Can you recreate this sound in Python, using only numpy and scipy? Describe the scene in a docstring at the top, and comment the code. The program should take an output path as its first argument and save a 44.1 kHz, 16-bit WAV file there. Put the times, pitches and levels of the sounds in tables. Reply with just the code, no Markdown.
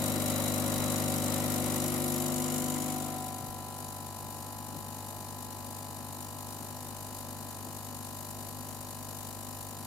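"""The vibrating pump of an espresso machine, heard from close to the filter basket.
At first the pump runs free, one piston stroke per mains cycle: the case hums and rattles loudly, the valve
snaps and spurts hiss on every stroke, and a loose fitting sings for a few seconds. Soft bumps come now and then.
As pressure builds against the coffee, the hum shifts in pitch colour and the rattle dies away.
A quiet buzz remains, with a softer spurt of hiss on every stroke and a low churning of water."""
import sys
import numpy as np
from scipy import signal
from scipy.fft import rfft, irfft, next_fast_len
from scipy.io import wavfile
from scipy.ndimage import uniform_filter1d, map_coordinates

SR = 44100
rng = np.random.default_rng(int(sys.argv[2]) if len(sys.argv) > 2 else 0)


def dump(signal):
    """Clip the signal to [-1, 1] and save it as 16-bit WAV at the path in sys.argv[1]."""
    limited = np.clip(np.atleast_2d(signal).T, -1, 1)
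    pcm = np.round(limited * 32767).astype(np.int16)
    wavfile.write(sys.argv[1], SR, pcm)


N = 434826
T = np.arange(N) / SR  # time in seconds
FFT_SIZE = next_fast_len(N, True)
BINS = np.fft.rfftfreq(FFT_SIZE, 1 / SR)  # pitches of the spectrum in Hz

MAINS_HZ = 49.97
EDGE_HZ = 15900  # upper limit of the sound

# Water pressure over time: time_s, pressure_0_to_1
PRESSURE = [(0, 0), (1.3, .1), (3.5, .7), (5, .86), (9.86, 1)]
# Water first cushions the piston, then loads it: pressure where each is half done, and its spread
CUSHION_AT, CUSHION_SPREAD = 0.31, 0.071
LOAD_AT, LOAD_SPREAD = 0.61, 0.058

# Hum lines of the case running free: multiple_of_stroke_rate, level_db (relative to FREE_DB)
FREE_LINES = [(1, -18.5), (1.5, -21), (2, 0), (3, -1.5), (4, -4.5), (4.5, -5), (5, 2), (6, -5),
              (6.5, -15.5), (7, -8), (8, -20), (8.5, -18.5), (10, -8.5), (11, -5), (11.5, -13.5),
              (12, -9.5), (12.5, -11), (14, -16), (15, -8.5)]
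FREE_DB = -40
# Hum lines under load: multiple_of_stroke_rate, level_db (relative to LOADED_DB)
LOADED_LINES = [(1, -12), (2, 0), (3, -7), (4, -12), (5, -5), (6, -13), (7, -14), (8, -18), (9, -18),
                (10, -17), (11, -15), (12, -15), (13, -14), (14, -14), (15, -11), (16, -9), (17, -14),
                (18, -12), (19, -17), (20, -7), (21, -9), (22, -25), (23, -17), (24, -20), (25, -24),
                (26, -17), (27, -23), (28, -26), (29, -28), (30, -31), (31, -24), (32, -37), (33, -20),
                (34, -28), (35, -24), (36, -24), (37, -32), (38, -24), (39, -32), (40, -32)]
LOADED_DB = -49
# Lines of the bare piston, which change as soon as it is cushioned: multiple_of_stroke_rate
BARE_LINES = (2, 4, 11, 12)
# When each pitch arrives within a stroke, and how the panels scatter it:
# pitch_hz, free_share_of_stroke, loaded_share_of_stroke, scatter_radians
ARRIVAL = [(50, 0.012, 0, 0), (99, 0.035, 0.006, 0.5), (150, .3, -0.007, 0.61), (242, .55, -0.042, 1.05),
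           (334, 0.44, 0.043, 1.04), (449, 0.42, 0.305, 2), (632, 0.485, 0.395, 1.6),
           (747, 0.454, .42, 0.6), (1044, .46, 0.444, 0.35), (1170, 0.284, 0.241, 1.3),
           (2000, .15, 0.192, 1.6)]
# Pressure makes the case boom or cancel at some pitches in turn:
# pitch_hz, width_hz, pressure_0_to_1, pressure_spread, lift_db
BOOMS = [(350, 28, 0.32, 0.14, 7.5), (258, 33, 0.46, 0.12, 3.5), (300, 41, .4, 0.067, -14),
         (316, 62, .54, 0.089, 6.5), (743, 130, 0.63, 0.11, 10.5), (1365, 79, 0.61, .2, 14),
         (1000, 25, 0.53, 0.29, 9), (252, 29, 0.773, .05, -8), (850, 25, 0.825, .13, 10)]

# Colour of the valve snap: pitch_hz, relative_level_db
SNAP = [(1900, -30), (2050, -2), (2200, -12), (2420, 3), (2650, -7), (2900, 2), (3150, -1), (3400, -14),
        (3620, -4), (3750, -10), (4250, -2), (4900, 1), (6000, -8), (12000, -16)]
# Pings of the valve body as it snaps: pitch_hz, decay_s, level_db (before its quick rise and decay)
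PINGS = [(2477, 0.0026, -54.5), (4070, .002, -42.5)]

# Flow through one stroke, from the opening of the valve: share_of_stroke, level_db
SPURT = [(0, -6), (.06, -2.5), (.22, 0), (.34, -1.5), (.5, -6), (.68, -10), (.85, -12.5), (.94, -11.5),
         (1, -6)]
# Colour of the hiss running free: pitch_hz, relative_level_db
JET_FREE = [(1760, -43), (3000, -5), (3330, -16), (3960, -8), (4750, -7.5), (5120, -5.5), (6580, -3),
            (7200, 1.5), (8340, -2.5), (9990, 1), (10800, -3.5), (12000, 3), (15800, -11.5)]
# Colour of the hiss under load: pitch_hz, relative_level_db
JET_LOADED = [(1760, -9), (3000, -9.5), (3500, -9.5), (3990, -6), (4400, -2.5), (4780, -4.5), (5610, -4.5),
              (7150, 3), (8340, -3), (9000, 2), (10700, 1), (12000, 4.5), (13400, 2), (15200, -4),
              (15800, -11)]
# Resonances and dips of the steel fittings: pitch_hz, width_hz, lift_db
FITTINGS = [(3700, 160, 5.5), (6840, 650, -2.5), (6980, 71, 5.5), (8960, 140, 3), (9710, 90, -3.5),
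            (10820, 350, -4.5), (10600, 73, 0.5), (11500, 53, 6), (11950, 230, -9), (13500, 300, -19)]
# The hiss flares as the valve gap changes: pitch_hz, width_hz, pressure_0_to_1, pressure_spread, lift_db
FLARES = [(12600, 910, 0.023, .03, 1.5), (11100, 1500, 0.3, .08, 5), (6940, 1200, 0.47, .11, 4),
          (3030, 450, .45, .11, 4), (9900, 500, 0.66, .2, 5.5)]
# Hiss level running free (dB), its change at full load (dB), its growth under load (dB per unit of pressure)
JET_DB, JET_DROP_DB, JET_GROWTH_DB = -38.5, -9.5, 6

# Loose rattle of the case, before its looseness acts: pitch_hz, level_db_per_hz
RATTLE = [(25, -95), (60, -85), (160, -75), (230, -77), (420, -76.5), (590, -70.5), (700, -73),
          (1400, -74.5), (1560, -84), (1950, -78), (3000, -84), (3600, -84.5), (6000, -100)]
# Churning water: pitch_hz, level_db_per_hz
CHURN = [(20, -100), (50, -84), (122, -79.5), (160, -79.5), (200, -80.5), (235, -73.5), (320, -82),
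         (450, -86), (610, -81), (820, -87.5), (1100, -91), (1330, -92.5), (1550, -98.5), (2100, -100),
         (3300, -106.5), (8000, -108)]
# Soft bumps in the machine: start_s, pitch_hz, level_db (before rise and decay), decay_s
BUMPS = [(.15, 325, -30, 0.026), (.75, 38, -45, .06), (3.401, 127, -34, 0.021), (3.47, 38, -48, .06),
         (3.809, 154, -51, .05), (4.74, 155, -39, 0.059), (7.642, 167, -44, 0.03), (7.65, 337, -39, 0.02),
         (9.54, 36, -53, 0.053)]

# Balance of the two microphones: pitch_hz, left_minus_right_db
TILT = [(50, -9), (75, -3), (100, 1), (150, 7.5), (260, 4.4), (450, 1.4), (750, 1.8), (1100, 0.6),
        (2000, 2.9), (5500, 2.4), (9000, 6.3), (15000, 3.5)]
# Likeness of the noise at the two microphones: pitch_hz, likeness_0_to_1
SAME = [(50, 0.43), (300, 0.71), (700, .97), (1300, 0.5), (2400, 0.35), (4400, 0.35), (15000, 0.38)]
# Standing waves put the hum out of step at the microphones: pitch_hz, left_lead_radians
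SKEW = [(50, 0.54), (100, -0.51), (150, 0.64), (200, -0.91), (250, -0.53), (300, -0.44), (500, -0.48),
        (850, -0.57), (1050, 0.89), (2000, 0.13)]
# Reflections off the steel turn the phase fully from this pitch up; width of one turn
GLINT_FROM_HZ, GLINT_WIDTH_HZ = 2400, 130


def amp(db):
    """Turns decibels into gain."""
    return 10 ** (np.asarray(db) / 20)


def curve(rows, at):
    """Joins the rows of a table by straight lines."""
    return np.interp(at, *np.transpose(rows))


def read(points, hz):
    """Reads a table by pitch, with straight lines on a log-frequency axis."""
    f, value = np.transpose(points)
    return np.interp(np.log(hz + 1), np.log(f + 1), value)


def evened(x):
    """Scales a sound so that the mean of its channels has an rms of 1."""
    mono = np.atleast_2d(x).mean(0)
    return x / np.sqrt(np.mean(mono ** 2) + 1e-20)


def wander(per_s, at):
    """Draws a smooth random curve from random points of unit spread."""
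    knots = rng.standard_normal(int(per_s * N / SR) + 4)
    return map_coordinates(knots, [at * per_s], order=3, mode="nearest")


def onset(pressure, at, spread):
    """Steps smoothly from 0 to 1 as the pressure passes a value."""
    return .5 + .5 * np.tanh((pressure - at) / (2 * spread))


def tuned_db(table, hz, pressure):
    """Lifts pitches that each speak only around one pressure; gives pitches x moments."""
    lift_db = 0
    for centre, width, at, spread, lift in table:
        near_pitch = np.exp(-(2 * (hz - centre) / width) ** 2)
        near_pressure = np.exp(-((pressure - at) / spread) ** 2)
        lift_db = lift_db + lift * np.outer(near_pitch, near_pressure)
    return lift_db


def per_stroke(turns, spread_db):
    """Gives each stroke its own random strength."""
    stroke = np.floor(turns - np.floor(turns.min())).astype(int)
    return amp(spread_db * rng.standard_normal(N // 400))[stroke]


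def sides(hz):
    """Finds the left and right gain of a pitch."""
    ratio = amp(read(TILT, np.atleast_1d(hz)))
    return 2 * np.array([ratio, np.ones_like(ratio)]) / (1 + ratio)


def radiate(pair, db):
    """Colours two independent sounds and blends them into what the two microphones pick up."""
    a, b = rfft(pair, FFT_SIZE)
    same = np.clip(read(SAME, BINS), -1, 1)
    turn = np.interp(BINS / GLINT_WIDTH_HZ, np.arange(256), rng.standard_normal(256))
    glint = np.exp(2j * turn * np.minimum(BINS / GLINT_FROM_HZ, 1) ** 2)
    right = same * glint * a + np.sqrt(1 - same ** 2) * b
    return irfft(np.array([a, right]) * sides(BINS) * amp(db), FFT_SIZE)[:, :N]


def hum(turns, pressure, cushion, load, half_db=-26, rock_db=-9, knock_free_db=-4, waver=0.14, loose_waver=0.17):
    """Adds lines of the stroke rate; rocking on the mounts adds half lines, strongest running free."""
    t = T[::256]  # slow controls need few points
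    free, loaded = dict(FREE_LINES), dict(LOADED_LINES)
    loaded[4.5] = rock_db  # the mounts keep rocking at their own resonance

    # Summing the arrival times over pitch gives each line's lag in turns
    hz, free_arrival, loaded_arrival, scatter = np.transpose(ARRIVAL)
    grid = np.arange(1, 2 * len(LOADED_LINES) + 1) / 2
    free_lag = np.cumsum(np.interp(grid * MAINS_HZ, hz, free_arrival)) / 2
    loaded_lag = np.cumsum(np.interp(grid * MAINS_HZ, hz, loaded_arrival)) / 2
    slip = (free_lag - loaded_lag + .5) % 1 - .5  # each line slides the short way round
    stray = np.interp(grid * MAINS_HZ, hz, scatter) * rng.standard_normal(len(grid))

    angle = (2 * np.pi * (turns % 2)).astype(np.float32)  # two strokes, so half lines fit
    pressure, cushion, load = (np.interp(t, T, control) for control in (pressure, cushion, load))
    out = np.zeros((2, N))
    for k in sorted({*free, *loaded}):
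        settled_db = LOADED_DB + loaded.get(k, half_db)
        # Lines missing from the free table are softer without load
        free_db = FREE_DB + free[k] if k in free else settled_db + knock_free_db
        settled = cushion if k in BARE_LINES else load
        db = settled * settled_db + (1 - settled) * free_db
        db = db + tuned_db(BOOMS, k * MAINS_HZ, pressure)[0]
        unrest = (waver + loose_waver * (1 - load)) * min(k / max(free), 1)  # high lines waver most
        gain = np.sqrt(2) * np.interp(T, t, amp(db + 3.5 * unrest * wander(10, t)))
        row = round(2 * k) - 1
        lag = loaded_lag[row] + slip[row] * (1 - load)
        shift = stray[row] + unrest * wander(5, t) - 2 * np.pi * lag
        phase = k * angle + np.interp(T, t, shift).astype(np.float32)
        skew = np.float32([[.5], [-.5]]) * np.float32(read(SKEW, k * MAINS_HZ))
        out += sides(k * MAINS_HZ) * gain * np.cos(phase + skew)
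    return out


def valve(turns, level_db=-61, at=.08, ring=0.078, linger=1.0, uneven_db=1.5):
    """Repeats one metallic snap every stroke, a fine comb of lines, plus a short ping of varying strength."""
    length = round(SR / MAINS_HZ)
    share = np.arange(length) / length
    snap = rfft(rng.standard_normal((2, length)) * (np.exp(-share / ring) + linger))
    snap = irfft(snap / abs(snap), length)  # an impact drives all pitches alike
    since = (turns - at) % 1  # share of a stroke since the snap
    train = np.array([map_coordinates(s, [since * length], order=3, mode="grid-wrap") for s in snap])
    colour_db = read(SNAP, BINS) - 60 * (BINS < SNAP[0][0])  # almost nothing below the first row

    age = since / MAINS_HZ  # seconds since the snap
    ping = np.zeros((2, N))
    for hz, decay, db in PINGS:
        shape = np.exp(-age / decay) * (1 - np.exp(-2 * age / decay))
        ping += sides(hz) * amp(db) * shape * np.sin(2 * np.pi * hz * age)
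    return evened(radiate(train, colour_db)) * amp(level_db) + ping * per_stroke(turns - at, uneven_db)


def jet_colour(x, pressure, load, ripple_db=2.17):
    """Colours hiss by the fittings, ripples it by short echoes off steel, and flares it at the valve gap."""
    hz, t, z = signal.stft(x, SR, nperseg=1024)
    pressure, load = np.interp(t, T, pressure), np.interp(t, T, load)
    db = np.outer(read(JET_FREE, hz), 1 - load) + np.outer(read(JET_LOADED, hz), load)
    for centre, width, lift in FITTINGS:
        db += (lift / (1 + (2 * (hz - centre) / width) ** 2))[:, None]
    db += tuned_db(FLARES, hz, pressure)
    ripple = evened(uniform_filter1d(rng.standard_normal(len(hz)), size=2))
    gain = amp(db + ripple_db * ripple[:, None])
    gain /= np.sqrt(np.mean(gain ** 2, axis=0))  # colour alone, without changing the loudness
    return signal.istft(z * gain, SR, nperseg=1024)[1][:, :N]


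def jet(turns, pressure, load, opens=0.014, stroke_db=1.0, grain_db=1.5, free_depth=1.08):
    """Squirts water through the valve each stroke: grainy hiss, louder and a little sharper running free."""
    phase = turns - opens
    depth = load + free_depth * (1 - load)
    flow = amp(curve(SPURT, phase % 1) * depth) * per_stroke(phase, stroke_db)
    grains = amp(grain_db * np.repeat(rng.standard_normal(N // 32 + 1), 32)[:N])  # steps of 32 samples
    drive = radiate(rng.standard_normal((2, N)) * flow * grains, 0)
    db = JET_DB + load * (JET_DROP_DB - JET_GROWTH_DB * (1 - pressure))
    return evened(jet_colour(drive, pressure, load)) * amp(db)


def sizzle(hz=3950, width_hz=190, level_db=-51, fade_s=2.27):
    """Sings like a loose fitting: a narrow band of noise that fades away over the first seconds."""
    ring_db = -20 * np.log10(1 + (2 * (BINS - hz) / width_hz) ** 2)
    song = evened(radiate(rng.standard_normal((2, N)), ring_db))
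    return song * amp(level_db) * np.exp(-(T / fade_s) ** 2)


def shaken(turns, colour, peak, depth, stroke_db):
    """Makes noise that swells once a stroke, each time with another strength, for rattle and churn."""
    throb = (1 + depth * np.cos(2 * np.pi * (turns - peak))) * per_stroke(turns - peak + .5, stroke_db)
    noise = rng.standard_normal((2, N)) * evened(throb)
    return radiate(noise, read(colour, BINS)) * np.sqrt(SR / 2)  # makes the table read as dB per Hz


def case_rattle(turns, cushion, load, level_db=1.17, cushioned_db=-3.0, stilling=0.99):
    """Shakes the loose case as noise, which the cushion softens and the load stills."""
    looseness = amp(level_db + cushioned_db * cushion) * (1 - load) ** stilling
    return shaken(turns, RATTLE, peak=0.46, depth=0.1, stroke_db=1.04) * looseness


def water_churn(turns):
    """Churns water as low noise throughout, plain to hear once the louder rattle has gone."""
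    return shaken(turns, CHURN, peak=1.0, depth=0.15, stroke_db=0.2)


def bumps(rise_s=0.016, push_db=-2):
    """Makes dull, quickly dying thuds from a short ring and a broad low push of noise."""
    out = np.zeros((2, N))
    t = np.arange(SR // 3) / SR
    for start, hz, db, decay in BUMPS:
        band = signal.butter(2, [hz / 2, 2 * hz], "bandpass", fs=SR, output="sos")
        push = evened(signal.sosfilt(band, rng.standard_normal(len(t))))
        body = np.sin(2 * np.pi * hz * t) + amp(push_db) * push
        thud = amp(db) * (1 - np.exp(-t / rise_s)) * np.exp(-t / decay) * body
        part = out[:, round(start * SR):][:, :len(t)]
        part += sides(hz) * thud[:part.shape[1]]
    return out


def scene(load_lag=.12):
    """Beats with the mains; rising pressure cushions the piston, then loads it and shifts the valve's timing."""
    pressure = curve(PRESSURE, T)
    cushion = onset(pressure, CUSHION_AT, CUSHION_SPREAD)
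    load = onset(pressure, LOAD_AT, LOAD_SPREAD)
    turns = MAINS_HZ * T  # strokes so far
    valve_turns = turns + load_lag * (1 - load)  # the valve acts later under load
    pump = hum(turns, pressure, cushion, load) + case_rattle(turns, cushion, load)
    water = valve(valve_turns) + jet(valve_turns, pressure, load) + water_churn(turns)
    return pump + water + sizzle() + bumps()


def record(dry):
    """Cuts the sound off steeply above its upper limit."""
    lowpass = signal.firwin(511, EDGE_HZ, window=("kaiser", 9), fs=SR)
    return signal.oaconvolve(dry, lowpass[None], "same")


dry = scene()
out = record(dry)
dump(out)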